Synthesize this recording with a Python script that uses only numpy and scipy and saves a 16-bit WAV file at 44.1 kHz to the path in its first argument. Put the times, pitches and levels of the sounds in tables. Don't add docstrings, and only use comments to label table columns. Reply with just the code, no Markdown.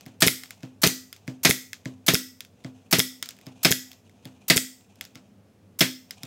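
import sys
import numpy as np
from scipy import signal
from scipy.fft import rfft, irfft, next_fast_len
from scipy.io import wavfile
from scipy.ndimage import uniform_filter1d

SR = 44100
rng = np.random.default_rng(int(sys.argv[2]) if len(sys.argv) > 2 else 0)


def linear_from_db(decibels):
    return 10 ** (np.asarray(decibels, float) / 20)


def wav_record(signal):
    frames = np.transpose(np.atleast_2d(signal))
    bounded = np.clip(frames, -1, 1)
    quanta = np.round(bounded * 32767).astype(np.int16)
    wavfile.write(sys.argv[1], SR, quanta)


N = 276066

# frequency in Hz, density in dB per Hz.
AIR_SPECTRUM = [(18, -82.5), (30, -54), (70, -25.5), (82, -20.5), (101, -7), (128, -21.5), (206, -14.5),
                (349, -25.5), (466, -23.5), (925, -36.5), (4620, -48.5), (5280, -49), (16400, -56.5)]
AIR_DB = -40.5 - 16.0
# frequency in Hz, width in Hz, level in dB.
HUM_LINES = [(98.6, 3, -64), (199.5, 4, -68), (244, 6, -74), (5200, 4, -90)]
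DUCK_DB, DUCK_RETURN_S = 11, .15

# time of fastest motion in seconds, level in dB.
MOVES = [(0, -66.5), (.58, -66.5), (1.3, -71.5), (1.85, -70.5), (2.758, -67), (3.3, -72.5), (3.55, -64),
         (3.95, -68), (4.3, -67.5), (4.902, -71.5), (5.12, -70), (6.26, -62)]
# frequency in Hz, density in dB per Hz.
RUSTLE_SPECTRUM = [(410, -22), (700, 3), (1610, -20), (2000, -26.5), (2450, -3), (4900, -17), (6300, -10),
                   (15000, -34)]
MOVE_HALF_S, REST_DB, GRAIN_DB = 0.15, -78.5, 5

# time in seconds, peak in dB, centre in Hz, rebound delay in seconds, rebound peak in dB.
RELEASES = [(.0091, -36, 6300, .02, -75), (0.4353, -25, 1700, .023, -37.5), (0.5069, -24, 1520, .02, -61),
            (1.1277, -24, 5040, .0356, -39), (1.7313, -20, 2376, 0.01, -40.5),
            (2.4058, -22.5, 3680, .043, -38), (3.2265, -13.5, 3410, 0.032, -28.5),
            (3.9159, -33, 3880, 0.015, -39.5), (5.0103, -19.5, 3410, 0.041, -31.5),
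            (6.1081, -20.5, 4800, .0256, -54.5)]
REBOUND_HZ, RELEASE_TREBLE_DB = 4250, -9
# time in seconds, peak in dB, centre in Hz.
TICKS = [(0.6063, -48, 2120), (2.6044, -56.5, 3760), (3.289, -22.5, 4270), (3.3073, -33, 6150),
         (3.3669, -45.5, 3620), (3.3879, -42, 2577), (3.4125, -41, 3030), (4.0953, -49.5, 2510),
         (4.809, -49, 1980), (4.9568, -47, 7000), (5.0406, -42, 4740)]
TICK_TREBLE_DB = -7
# time in seconds, click in dB, click centre in Hz, treble in dB, thud in dB.
LANDINGS = [(0.0625, -33.5, 2240, -39.5, -32), (0.6317, -30.5, 1526, -53.5, -24.5),
            (1.278, -23, 1500, -44, -19.5), (1.8562, -23.5, 1726, -51.5, -20),
            (2.6461, -29.5, 1900, -70, -23), (3.4666, -33.5, 3770, -41, -28.5),
            (4.2536, -31, 3350, -36.5, -29.5), (5.1553, -29, 4600, -42.5, -36.5),
            (6.2331, -23.5, 5240, -29.5, -29.5)]
TOUCH_LEAD_S, TOUCH_DB, TOUCH_HZ = .0064, -46.5, 3900
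BOUNCE_S, BOUNCE_LOSS_DB, BOUNCE_HZ, BOUNCE_THUD_DB = .019, 17, 2900, -14
THUD_LAG_S, SCUFF_DB, SCUFF_DB_PER_THUD_DB = .001, -41.5, 0.33
SHIVER_DB, SHIVER_S = -26, .022
KNOCK_DB, NOSE_ROOM_DB = -37.5, -9
# frequency in Hz, density in dB per Hz.
CLICK_SPECTRUM = [(500, -31.5), (1300, -5.5), (3500, -2.5), (7500, -5), (10000, -23.5)]
TREBLE_SPECTRUM = [(7000, -30), (9000, -3), (12000, -4), (14500, -2), (16500, -5)]
SCUFF_SPECTRUM = [(300, -22), (600, 5.0), (1200, -4.5), (3000, -8), (7000, -26.5), (12000, -34.5)]

# frequency in Hz, level in dB, t60 in seconds.
TOOL_MODES = [(1450, -8, .014), (1720, -5, .014), (2100, 0, .013), (2580, -6, .012), (3300, -4, .014),
              (3700, -5, .012), (4640, -8, .012), (5150, -2, .014), (5600, -8, .014), (6300, -10, .012),
              (8300, -10, .01), (11700, -9, .012), (14200, -14, .008)]
# frequency in Hz, level in dB, t60 in seconds.
BOARD_MODES = [(128, -7, 0.22), (257, -9, 0.45), (185, -8.5, 0.12), (240, -7, .08), (315.9, -3.5, 0.1),
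               (389.5, -11.5, .09), (471, -14, 0.08), (520, 0, 0.035), (655, 1, 0.04), (923, -18.5, 0.011),
               (1320, -9, 0.043)]
BOARD_SIGNS = [-1, 1, 1, 1, -1, 1, -1, 1, -1, 1, -1]
# frequency in Hz, density in dB per Hz.
BENCH_SPECTRUM = [(70, -29.5), (120, -5), (200, -1), (300, -0.5), (650, -6), (1000, -32.5)]
BENCH_DB, BENCH_S = -27, .025

# frequency in Hz, t60 in seconds, reflected over direct energy in dB.
ROOM_BANDS = [(120, 0.12, -17), (245, 0.34, -11.5), (504, 0.35, -15.5), (990, 0.13, -13.5),
              (1500, 0.47, -15), (2190, 0.39, -18), (3850, 0.35, -10.5), (7000, 0.43, -7),
              (10900, 0.25, -8.5), (15140, .42, -8.5)]

# time in seconds, blow in dB, valve lead in seconds.
SHOTS = [(.2212, -4, .0175), (.8338, -4, .0175), (1.4495, -2.5, .018), (2.0818, -5, .019),
         (2.9270, -4, .0178), (3.6484, -5, .019), (4.4998, -4, .0198), (5.8075, -5, .0195)]
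# delay in seconds, crack in dB, push on the board from -1 to 1.
STROKE = [
    (0, 1, .7),
    (.0016, -7, -.9),
    (.0034, 1, .3),
    (.0052, -2, .6),
    (.0072, -5, -.95),
    (.0105, -11, .3),
    (.0135, -11, -.2),
    (.023, -13, .2),
]
# frequency in Hz, density in dB per Hz.
VALVE_SPECTRUM = [(290, -45), (500, -13), (2000, -9), (3500, -6.5), (5000, -1.5), (7500, -0.5),
                  (9550, -7.5), (11600, 0.5), (15700, -2.5), (16400, -28)]
# frequency in Hz, density in dB per Hz.
CRACK_SPECTRUM = [(410, -38), (700, -14), (3070, -5), (3740, -5), (4380, -4), (5130, -7), (9670, -14),
                  (12300, -14.5), (15400, -13), (16400, -38)]
# frequency in Hz, density in dB per Hz.
RATTLE_SPECTRUM = [(410, -37), (700, -7.5), (1070, -9.5), (2010, 2.5), (2990, -2.5), (4380, -3),
                   (9800, -14), (12600, -13.5), (15800, -24.5), (16400, -41)]
VALVE_DB, BOARD_DB = -17.5, -19.5

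# time in seconds, first snap in dB, second snap in dB, thump in dB.
RETURNS = [(.2740, -1, -2.5, -13.5), (0.8739, -5, -20, -14), (1.5023, -6.5, -2.5, -13.5),
           (2.1450, -2.5, -6, -13.5), (2.994, -2, -3.5, -15.5), (3.7160, -2.5, -4, -16.5),
           (4.5699, -3, -4.5, -16.5)]
# frequency in Hz, density in dB per Hz.
EXHAUST_SPECTRUM = [(530, -49.5), (900, -7), (2440, -29.5), (5630, -0.5), (6210, 4.5), (9610, -4.5),
                    (13000, 4.5), (15800, -8), (16400, -14)]
# frequency in Hz, density in dB per Hz.
BLEED_SPECTRUM = [(700, -36), (1300, -17), (2200, -5.5), (4000, -1), (6000, -0.5), (9600, -6.5),
                  (15500, -7), (16400, -16)]
# frequency in Hz, density in dB per Hz.
SNAP_SPECTRUM = [(1000, -20), (3000, -3), (6000, 0), (9000, -6), (11700, -1), (16000, -12)]
# frequency in Hz, level in dB, t60 in seconds.
SPRING_MODES = [(1944, -42, .4), (1961, -45, .35), (11650, -43, .25)]
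EXHAUST_LEAD_S, EXHAUST_DB, SNAP_GAP_S = .009, -17, .0071
THUMP_LEAD_S, THUMP_HZ = .0055, 180


def at_hz(points, hz, column=1):
    table = np.array(points)
    return np.interp(np.log(hz + 1), np.log(table[:, 0]), table[:, column])


def noise(spectrum):
    size = next_fast_len(N)
    gain = linear_from_db(at_hz(spectrum, np.fft.rfftfreq(size, 1 / SR)))
    shaped = irfft(rfft(rng.standard_normal(size)) * gain, size)[:N]
    return shaped / shaped.std()


def impulses(times_s, sizes):
    out = np.full(N, 1e-18)
    index = np.round(np.ravel(times_s) * SR).astype(int)
    np.add.at(out, np.clip(index, 0, N - 1), np.ravel(sizes))
    return out


def swell(blows, rise_s, fall_s):
    up, down = np.exp(-1 / (rise_s * SR)), np.exp(-1 / (fall_s * SR))
    decay = signal.lfilter([1], [1, -down], blows)
    return signal.lfilter([(1 - up) ** 2], [1, -2 * up, up * up], decay)


def ring(blows, hz, t60_s):
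    r, w = linear_from_db(-60 / (t60_s * SR)), 2 * np.pi * hz / SR
    return signal.lfilter([0, np.sin(w)], [1, -2 * r * np.cos(w), r * r], blows)


def strike(modes, times_s, db, spread_db, centre_hz=None, narrow_db=0):
    times_s, db = np.ravel(times_s), np.ravel(db)
    luck = rng.standard_normal((len(times_s), len(modes)))
    out = np.zeros(N)
    for k, (hz, level_db, t60_s) in enumerate(modes):
        octaves_off = 0 if centre_hz is None else np.abs(np.log2(hz / centre_hz))
        mode_db = db + level_db + spread_db * luck[:, k] - narrow_db * octaves_off
        out += (-1) ** k * ring(impulses(times_s, linear_from_db(mode_db)), hz, t60_s)
    return signal.sosfilt(signal.butter(2, 900, "high", fs=SR, output="sos"), out)


def air_and_hum():
    out = linear_from_db(AIR_DB) * noise(AIR_SPECTRUM)
    for hz, width_hz, db in HUM_LINES:
        line = ring(rng.standard_normal(N), hz, 2.2 / width_hz)
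        out += linear_from_db(db) * line / line.std()
    last_blows_s = [s for s, *_ in RETURNS] + [SHOTS[-1][0]]
    duck = swell(impulses(last_blows_s, np.ones(len(last_blows_s))), .03, DUCK_RETURN_S)
    return out * linear_from_db(-DUCK_DB * duck)


def rustle():
    t = np.arange(N) / SR
    motion = sum(linear_from_db(db) * np.exp(-((t - s) / MOVE_HALF_S) ** 2) for s, db in MOVES)
    grain = uniform_filter1d(rng.standard_normal(N), size=900) * np.sqrt(900)
    return (linear_from_db(REST_DB) + motion * linear_from_db(GRAIN_DB * grain)) * noise(RUSTLE_SPECTRUM)


def board(pushes):
    out = linear_from_db(BENCH_DB) * swell(np.abs(pushes), 0.006, BENCH_S) * noise(BENCH_SPECTRUM)
    for sign, (hz, db, t60_s) in zip(BOARD_SIGNS, BOARD_MODES):
        out += sign * linear_from_db(db) * ring(pushes, hz, t60_s)
    return out


def contacts():
    s, db, hz, delay_s, rebound_db = np.transpose(RELEASES)
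    tick_s, tick_db, tick_hz = np.transpose(TICKS)
    land_s, click_db, click_hz, treble_db, _ = np.transpose(LANDINGS)
    each = np.ones_like(land_s)
    release = [s, db, hz, db + RELEASE_TREBLE_DB]
    rebound = [s + delay_s, rebound_db, REBOUND_HZ * np.ones_like(s), rebound_db + TICK_TREBLE_DB]
    tick = [tick_s, tick_db, tick_hz, tick_db + TICK_TREBLE_DB]
    landing = [land_s, click_db, click_hz, treble_db]
    touch = [land_s - TOUCH_LEAD_S, TOUCH_DB * each, TOUCH_HZ * each, (TOUCH_DB + TICK_TREBLE_DB) * each]
    bounce = [land_s + BOUNCE_S, click_db - BOUNCE_LOSS_DB, BOUNCE_HZ * each, treble_db - BOUNCE_LOSS_DB]
    return np.hstack([release, rebound, tick, landing, touch, bounce])


def nose():
    s, peak_db, centre_hz, treble_db = contacts()
    body = strike(TOOL_MODES, s, peak_db - 4, spread_db=3.0, centre_hz=centre_hz, narrow_db=9)
    tick = swell(impulses(s, linear_from_db(peak_db - 7)), .0001, .0012)
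    shiver = swell(impulses(s, linear_from_db(peak_db + SHIVER_DB)), .002, SHIVER_S)
    click = (tick + shiver) * noise(CLICK_SPECTRUM)
    treble = swell(impulses(s, linear_from_db(treble_db)), .0001, .0014) * noise(TREBLE_SPECTRUM)
    knock = impulses(s, linear_from_db(peak_db + KNOCK_DB))

    land_s, *_, thud_db = np.transpose(LANDINGS)
    land_s = land_s + THUD_LAG_S
    push_db = thud_db - 31.5
    pushes = impulses([land_s, land_s + BOUNCE_S], -linear_from_db([push_db, push_db + BOUNCE_THUD_DB]))
    thud = swell(pushes, .0004, .0009)
    scuffs = impulses(land_s, linear_from_db(SCUFF_DB + SCUFF_DB_PER_THUD_DB * thud_db))
    scuff = swell(scuffs, 0.0012, 0.03) * noise(SCUFF_SPECTRUM)
    return body + click + treble + board(thud + knock) + scuff


def room(dry):
    t = np.arange(SR) / SR
    edges_hz = 70 * 2 ** np.arange(0, 8.1, .5)
    white = rng.standard_normal((2, SR))
    tail = 0
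    for k, (low, high) in enumerate(zip(edges_hz, edges_hz[1:])):
        band = signal.sosfilt(signal.butter(2, [low, high], "band", fs=SR, output="sos"), white[k % 2])
        hz = np.sqrt(low * high)
        t60_s = at_hz(ROOM_BANDS, hz)
        decay = linear_from_db(at_hz(ROOM_BANDS, hz, column=2) - 60 * t / t60_s)
        unit_energy = np.sqrt(2 * np.log(1000) / (t60_s * SR))
        tail = tail + band * decay * unit_energy
    tail = tail * (1 - np.exp(-(t / .004) ** 2))
    return signal.fftconvolve(dry, tail)[:N]


def drive():
    s, blow_db, lead_s = np.array(SHOTS).T[:, :, None]
    delay_s, crack_db, push = np.array(STROKE).T
    opened = impulses(s - lead_s, np.ones_like(s))
    valve = linear_from_db(VALVE_DB) * swell(opened, .0024, .005) * noise(VALVE_SPECTRUM)
    luck = rng.standard_normal((len(SHOTS), 2, len(STROKE)))
    times_s = s + delay_s + .0003 * luck[:, 0] * (delay_s > 0)
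    db = blow_db + crack_db + 1.5 * luck[:, 1]
    cracks = swell(impulses(times_s, linear_from_db(db - 2.5)), .00006, .0008) * noise(CRACK_SPECTRUM)
    rattle = swell(impulses(s, linear_from_db(blow_db - 11)), 0.0025, 0.024) * noise(RATTLE_SPECTRUM)
    metal = strike(TOOL_MODES, times_s, db - 14.5, spread_db=7.5)
    pushes = impulses(s + delay_s, push * np.ones_like(s))
    return valve + cracks + rattle + metal + linear_from_db(BOARD_DB) * board(pushes)


def piston_return():
    s, snap_db, second_db, thump_db = np.transpose(RETURNS)
    open_s, second_s = s - EXHAUST_LEAD_S, s + SNAP_GAP_S
    opened = impulses(open_s, linear_from_db(EXHAUST_DB) * np.ones_like(s))
    burst = linear_from_db(-1) * swell(opened, .0003, .006)
    bleed = linear_from_db(-10.5) * swell(opened, 0.0021, 0.033)
    jet = burst * noise(EXHAUST_SPECTRUM) + bleed * noise(BLEED_SPECTRUM)
    dip = -ring(impulses(s - THUMP_LEAD_S, linear_from_db(thump_db + 2.5)), THUMP_HZ, 0.028)
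    port_pop = ring(impulses(open_s, linear_from_db(thump_db - 3.0)), 430, 0.039)

    snaps = impulses(s, linear_from_db(snap_db + 1)) + impulses(second_s, linear_from_db(second_db - 2))
    bright = swell(snaps, .00004, .0005) * noise(SNAP_SPECTRUM)
    first = strike(TOOL_MODES, s, snap_db - 11.5, spread_db=0.0, centre_hz=5980, narrow_db=4.5)
    second = strike(TOOL_MODES, second_s, second_db - 6.0, spread_db=3.5, centre_hz=2440, narrow_db=7)
    spring = strike(SPRING_MODES, second_s, np.zeros(len(s)), spread_db=1.2)
    pushed_board = board(impulses(second_s, linear_from_db(second_db - 30.0)))
    return jet + dip + port_pop + bright + first + second + spring + pushed_board


def scene():
    background = air_and_hum() + rustle()
    small = nose()
    shots = drive() + piston_return()
    reflections = room(shots + linear_from_db(NOSE_ROOM_DB) * small)
    return (shots + small + reflections + background)[None]


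def band_limit(x):
    return signal.sosfilt(signal.butter(12, 17140, fs=SR, output="sos"), x)


def record(dry):
    x = signal.sosfilt(signal.butter(2, 66, "high", fs=SR, output="sos"), dry)
    x = .97 * np.tanh(x / .97)
    x = signal.sosfilt(signal.cheby2(12, 26, 16250, fs=SR, output="sos"), x)
    return band_limit(x)


dry = scene()
out = record(dry)
wav_record(out)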